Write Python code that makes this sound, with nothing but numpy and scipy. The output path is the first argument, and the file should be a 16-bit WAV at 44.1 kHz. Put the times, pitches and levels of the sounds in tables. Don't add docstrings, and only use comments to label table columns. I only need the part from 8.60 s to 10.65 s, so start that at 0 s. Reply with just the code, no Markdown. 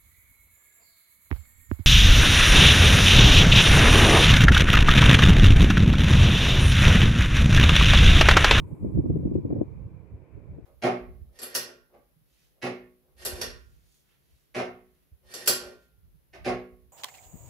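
import sys
import numpy as np
from scipy import signal
from scipy.fft import rfft, irfft
from scipy.io import wavfile
from scipy.ndimage import uniform_filter1d

SR = 44100
rng = np.random.default_rng(int(sys.argv[2]) if len(sys.argv) > 2 else 0)


def boost(x):
    u = np.asarray(x, float) / 20
    return 10 ** u


def to_wav(s):
    ch = np.atleast_2d(s).T
    pcm = np.round(np.clip(ch, -1, 1) * 32767)
    wavfile.write(sys.argv[1], SR, pcm.astype(np.int16))


N = 90404

# frequency in Hz, relative level in dB per Hz.
THUMP_TONE = [(20, -18.5), (40, -13), (65, -2), (95, -1), (140, -2.5), (180, -5), (230, -18.5),
              (300, -43.5), (500, -73)]
# frequency in Hz, relative level in dB per Hz.
RING_TONE = [(150, -30.5), (220, -7), (300, 1), (380, -7), (500, -15.5), (700, -29), (1000, -45),
             (1500, -60), (3000, -74.5)]
# time in seconds, level in dB before a fixed lift, left-right in dB.
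THUMP_CURVE = [(0, -37.5, -7.5), (.1, -52.5, -4), (.13, -34, -7.5), (.16, -57, -7), (.19, -55, 14),
               (.225, -35.5, -2), (.29, -40, 5), (.32, -44.5, -27.5), (.36, -27, -2.5), (.4, -26, -3.5),
               (.43, -42, -1.5), (.48, -46.5, -3), (.505, -29.5, -15.5), (.55, -33.5, 5), (.62, -41, -4),
               (.66, -35, -0.5), (.71, -43, 3.5), (.78, -33.5, 1.5), (.825, -48, 16.5), (.85, -39, 7),
               (.93, -56.5, -7), (.97, -38, 1.5), (1.05, -48.5, 10), (1.09, -43.5, -25),
               (1.16, -44.5, -2.5), (1.2, -43, -20), (1.22, -40, -9), (1.245, -44, -11), (1.3, -50, -12),
               (1.345, -44.5, -5), (1.41, -47.5, -34), (1.49, -55.5, -31), (1.53, -42, -1), (1.58, -54, -4),
               (1.62, -49, -48), (1.68, -62.5, -39), (1.755, -43.5, -10), (1.83, -52, -42), (1.89, -44, -9),
               (1.96, -44, 9.5), (2.01, -55.5, 15), (2.05, -44, 47)]
# time in seconds, level in dB.
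RING_CURVE = [(.19, -52.5), (.235, -40), (.3, -39.5), (.42, -49), (.45, -36), (.58, -38), (.77, -40),
              (.81, -46.5), (.89, -37.5), (.94, -40.5), (1.02, -38), (1.055, -54), (1.5, -79), (2.05, -74)]
# time in seconds, gain in dB.
RING_EDGE_CURVE = [(0.25, 1.5), (.5, -4), (.8, -3), (.91, 2.5), (1.02, 9), (1.1, 2)]
# time of the peak in seconds, ring level in dB, left-right in dB.
SLAP_EVENTS = [(0.116, -38.5, 3), (0.141, -47.5, 6), (0.249, -26, 0), (0.266, -36, -3), (0.312, -41, 13),
               (0.35, -31.5, 2.5), (.376, -22, 0.5), (0.393, -19, 0.5), (0.444, -28, -0.5), (0.46, -23, -5),
               (0.501, -19, -1.5), (.561, -21.5, 0), (0.596, -31, 14), (0.633, -32, 0),
               (0.656, -20.5, -1.5), (.674, -27.5, -21), (.718, -23, 2.5), (0.756, -18.5, 3),
               (0.785, -22.5, -6.5), (0.836, -40.5, 9.5), (0.853, -24.5, -2), (0.908, -24.5, 2.5),
               (.927, -22, -2.5), (0.961, -25.5, -10.5), (1.016, -24, 3.5), (1.779, -43.5, 5),
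               (1.987, -38, -4.5)]
# frequency in Hz, relative level in dB per Hz.
RUSH_TONE = [(140, -35), (230, -5), (298, 0.02), (440, -2), (580, -9), (781, -19), (1060, -19), (1170, -26),
             (1520, -26.5), (1760, -30), (2100, -27), (2380, -22), (2680, -33), (3050, -42), (4000, -73)]
# frequency in Hz, left-right in dB.
RUSH_SIDES = [(250, 0), (500, -2), (1000, -3), (1700, 0.5), (2500, 13.5), (4000, -2.5)]
# frequency in Hz, likeness from 0 to 1.
RUSH_ALIKE = [(250, 0.47), (700, 0.81), (1100, 0.26), (2500, 0.2), (4000, 0.05)]
# time in seconds, level near 1 kHz in dB, level near 2.4 kHz in dB.
RUSH_SWELL = [(0, -73.5, -76), (.2, -74.5, -79.5), (.75, -77, -79), (1.05, -75.5, -76), (1.4, -78.5, -77.5),
              (1.8, -81, -76), (2.05, -82.5, -79)]
# frequency in Hz, relative level in dB per Hz.
HISS_TONE = [(2500, -4.5), (3200, 3.5), (4500, 0), (6000, -2.5), (8000, -3), (10500, -3), (13000, 1),
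             (15500, -6.5), (16500, -31.5)]
# time in seconds, level in dB.
HISS_CURVE = [(0, -84), (.8, -81), (1.6, -85.5), (2.05, -84)]
# frequency in Hz, relative level in dB per Hz.
RUSTLE_TONE = [(5800, -31), (7000, -2), (9000, -0.5), (11000, -0.5), (12500, -3), (15500, -5.5),
               (16500, -38.5)]
# time in seconds, level in dB.
RUSTLE_CURVE = [(0, -75.5), (.36, -77), (.42, -79.5), (.65, -83.5), (.85, -102.5)]
# time of the middle in seconds, level there in dB, pitch in Hz.
THUD_EVENTS = [(0.057, -30.5, 100), (.285, -33, 55), (.392, -15.5, 84), (.507, -16.5, 103.6),
               (0.656, -22, 70.1), (0.991, -24, 133), (1.263, -29, 97), (1.551, -32.5, 77),
               (1.903, -36.5, 79.5)]
# start in seconds, level in dB, left-right in dB.
TICK_EVENTS = [(0.7437, -58.5, 15)]


def rms_one(x):
    return x / np.sqrt(np.mean(x ** 2, axis=-1, keepdims=True) + 1e-20)


def in_time(rows):
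    s, *columns = np.transpose(rows)
    return [np.interp(np.arange(N) / SR, s, c) for c in columns]


def at_hz(points, hz):
    p = np.array(points)
    return np.interp(np.log(np.maximum(hz, 1)), np.log(p[:, 0]), p[:, 1], left=-120, right=-120)


def colour(x, spectrum):
    bins = np.arange(N // 2 + 1) * SR / N
    cepstrum = irfft(np.log(boost(at_hz(spectrum, bins))), N)
    cepstrum[1:N // 2] *= 2
    cepstrum[N // 2 + 1:] = 0
    response = np.exp(rfft(cepstrum))
    return rms_one(irfft(rfft(x) * response, N))


def sides(pan_db):
    g = boost(np.array([pan_db / 2, -pan_db / 2]))
    return g / np.sqrt(np.mean(g ** 2, axis=0))


def drift(rate_hz):
    r = np.exp(-80 * np.pi * rate_hz / SR)
    slow = signal.lfilter([1], [1, -2 * r, r * r], rng.standard_normal(N // 40 + 2002))
    slow = rms_one(slow[2000:])
    return np.interp(np.arange(N) / 40, np.arange(len(slow)), slow)


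def evened(x, window_s):
    size = int(window_s * SR)
    power = uniform_filter1d(uniform_filter1d(x ** 2, size=size), size=size)
    return rms_one(x / np.sqrt(power + 0.033))


def above(x, cut_hz):
    return signal.sosfiltfilt(signal.butter(2, cut_hz, "high", fs=SR, output="sos"), x)


def eddies():
    EDDIES_PER_S, EDDY_SPREAD_DB = 300, 4
    PUSH_SHARE, SMOOTH_SHARE = 0.661, 0.57
    size_draw, sign_draw, when_draw = rng.random((3, 2, N))
    sizes = boost(EDDY_SPREAD_DB * np.minimum(-np.log(size_draw + 1e-9), 4))
    sign = np.tanh((PUSH_SHARE - sign_draw) * 20) * [[1], [-1]]
    jolts = rms_one(sizes * sign * (when_draw < EDDIES_PER_S / SR))
    return jolts + SMOOTH_SHARE * rng.standard_normal((2, N))


def slaps(jolts, power):
    RISE_S, FALL_S = 0.0044, 0.0084
    JOLT, LEAD_S = 2.2, 0.00311
    lateness_s = rng.uniform(-0.0017, 0.0013, (len(SLAP_EVENTS), 2))
    for (s, db, pan_db), late in zip(SLAP_EVENTS, lateness_s):
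        t = np.arange(N) / SR - s
        flare = np.where(t < 0, np.exp(-(t / RISE_S) ** 2), np.exp(-np.abs(t) / FALL_S))
        power = power + (boost(db) * sides(np.array([pan_db])) * flare) ** 2
        jolt_at = ((s - LEAD_S + late) * SR).astype(int)
        jolts[[0, 1], jolt_at] += JOLT * np.array([1, -1])
    return jolts, power


def port_thump(jolts, ring_db):
    UPPER_HZ, UPPER_FOLLOWS = 126, 0.31
    thump = evened(colour(jolts, THUMP_TONE), window_s=0.021)
    brighten = boost(UPPER_FOLLOWS * (ring_db - ring_db.mean())) - 1
    return thump + above(thump, UPPER_HZ) * brighten


def cavity_ring(jolts):
    LIKENESS, EDGE_HZ, EDGE_BALANCE_DB = 0.044, 390, 4
    unlike = jolts - LIKENESS * jolts[::-1]
    ring = evened(colour(unlike, RING_TONE), window_s=0.016)
    [edge_db] = in_time(RING_EDGE_CURVE)
    edge_gain = boost(edge_db) * sides(np.array([EDGE_BALANCE_DB]))
    return ring + above(ring, EDGE_HZ) * (edge_gain - 1)


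def wind():
    THUMP_LIFT_DB, SLAP_THUMP = 4, 0.21
    thump_db, thump_pan = in_time(THUMP_CURVE)
    [ring_db] = in_time(RING_CURVE)
    steady_power = boost(2 * ring_db) * np.ones((2, 1))
    jolts, ring_power = slaps(eddies(), steady_power)
    lumps = uniform_filter1d(ring_power, size=SR // 80)
    thump_power = (boost(thump_db + THUMP_LIFT_DB) * sides(thump_pan)) ** 2 + SLAP_THUMP * lumps
    return np.sqrt(thump_power) * port_thump(jolts, ring_db) + np.sqrt(ring_power) * cavity_ring(jolts)


def rush():
    LEVEL_DB, FLICKER_DB, FLICKER_HZ = -60, 1.2, 4.3
    low_db, high_db = in_time(RUSH_SWELL)
    bins = np.arange(N // 2 + 1) * SR / N
    shaped = rfft(rng.standard_normal((2, N))) * boost(at_hz(RUSH_TONE, bins))
    scale = np.sqrt(np.mean(irfft(shaped, N) ** 2))
    edges = 200 * 2 ** (np.arange(14) / 3)
    out = 0
    for low, high in zip(edges, edges[1:]):
        mid, side = irfft(shaped * ((bins >= low) & (bins < high)), N) / scale
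        hz = np.clip(np.sqrt(low * high), 250, 4000)
        alike = np.clip(at_hz(RUSH_ALIKE, hz), 0, .99)
        swell = (low_db - low_db[-1]) * (750 < hz < 1300)
        swell = swell + (high_db - high_db.mean()) * (1700 < hz < 3000)
        gain = boost(swell + FLICKER_DB * drift(FLICKER_HZ)) * sides(np.array([at_hz(RUSH_SIDES, hz)]))
        out = out + gain * (np.sqrt(1 + alike) * mid + np.sqrt(1 - alike) * side * [[1], [-1]])
    return boost(LEVEL_DB) * out


def hiss():
    BALANCE_DB = 1
    [level_db] = in_time(HISS_CURVE)
    noise = colour(rng.standard_normal((2, N)), HISS_TONE)
    return boost(level_db) * sides(np.array([BALANCE_DB])) * noise


def rustle():
    FLICKER_DB, FLICKER_HZ, RIGHT_DB = 1.5, 15, -14
    [level_db] = in_time(RUSTLE_CURVE)
    level = boost(level_db + FLICKER_DB * drift(FLICKER_HZ))
    noise = level * colour(rng.standard_normal(N), RUSTLE_TONE)
    return noise * boost(np.array([[0], [RIGHT_DB]]))


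def thuds():
    HALF_LENGTH_CYCLES = 0.76
    PHASE_SPREAD = .6
    out = 0
    chances = rng.uniform(-1, 1, (len(THUD_EVENTS), 2))
    for (s, db, hz), (phase, apart) in zip(THUD_EVENTS, chances):
        cycles = (np.arange(N) / SR - s) * hz
        port_phase = PHASE_SPREAD * apart * np.array([[1], [-1]])
        swing = np.cos(2 * np.pi * cycles + np.pi * phase + port_phase)
        out = out + boost(db) * np.exp(-(cycles / HALF_LENGTH_CYCLES) ** 2) * swing
    return out


def ticks():
    SNAP_T60_S, SNAP_CUT_HZ = .008, 3700
    RING_HZ, RING_T60_S, RING_DB = 2630, 0.012, -2.5
    out = np.zeros((2, N))
    sharp = signal.butter(2, SNAP_CUT_HZ, "high", fs=SR, output="sos")
    for s, db, pan_db in TICK_EVENTS:
        t = np.clip(np.arange(N) / SR - s, 0, None)
        burst = rng.standard_normal(N) * (t > 0) * boost(-60 * t / SNAP_T60_S)
        snap = signal.sosfilt(sharp, burst)
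        ring = boost(RING_DB - 60 * t / RING_T60_S) * np.sin(2 * np.pi * RING_HZ * t)
        out = out + boost(db) * sides(np.array([pan_db])) * (snap + ring)
    return out


def scene():
    return wind() + rush() + hiss() + rustle() + thuds() + ticks()


def low_pass(x):
    return signal.sosfilt(signal.butter(12, 15720, fs=SR, output="sos"), x)


def record(dry):
    return low_pass(dry)


dry = scene()
out = record(dry)
to_wav(out)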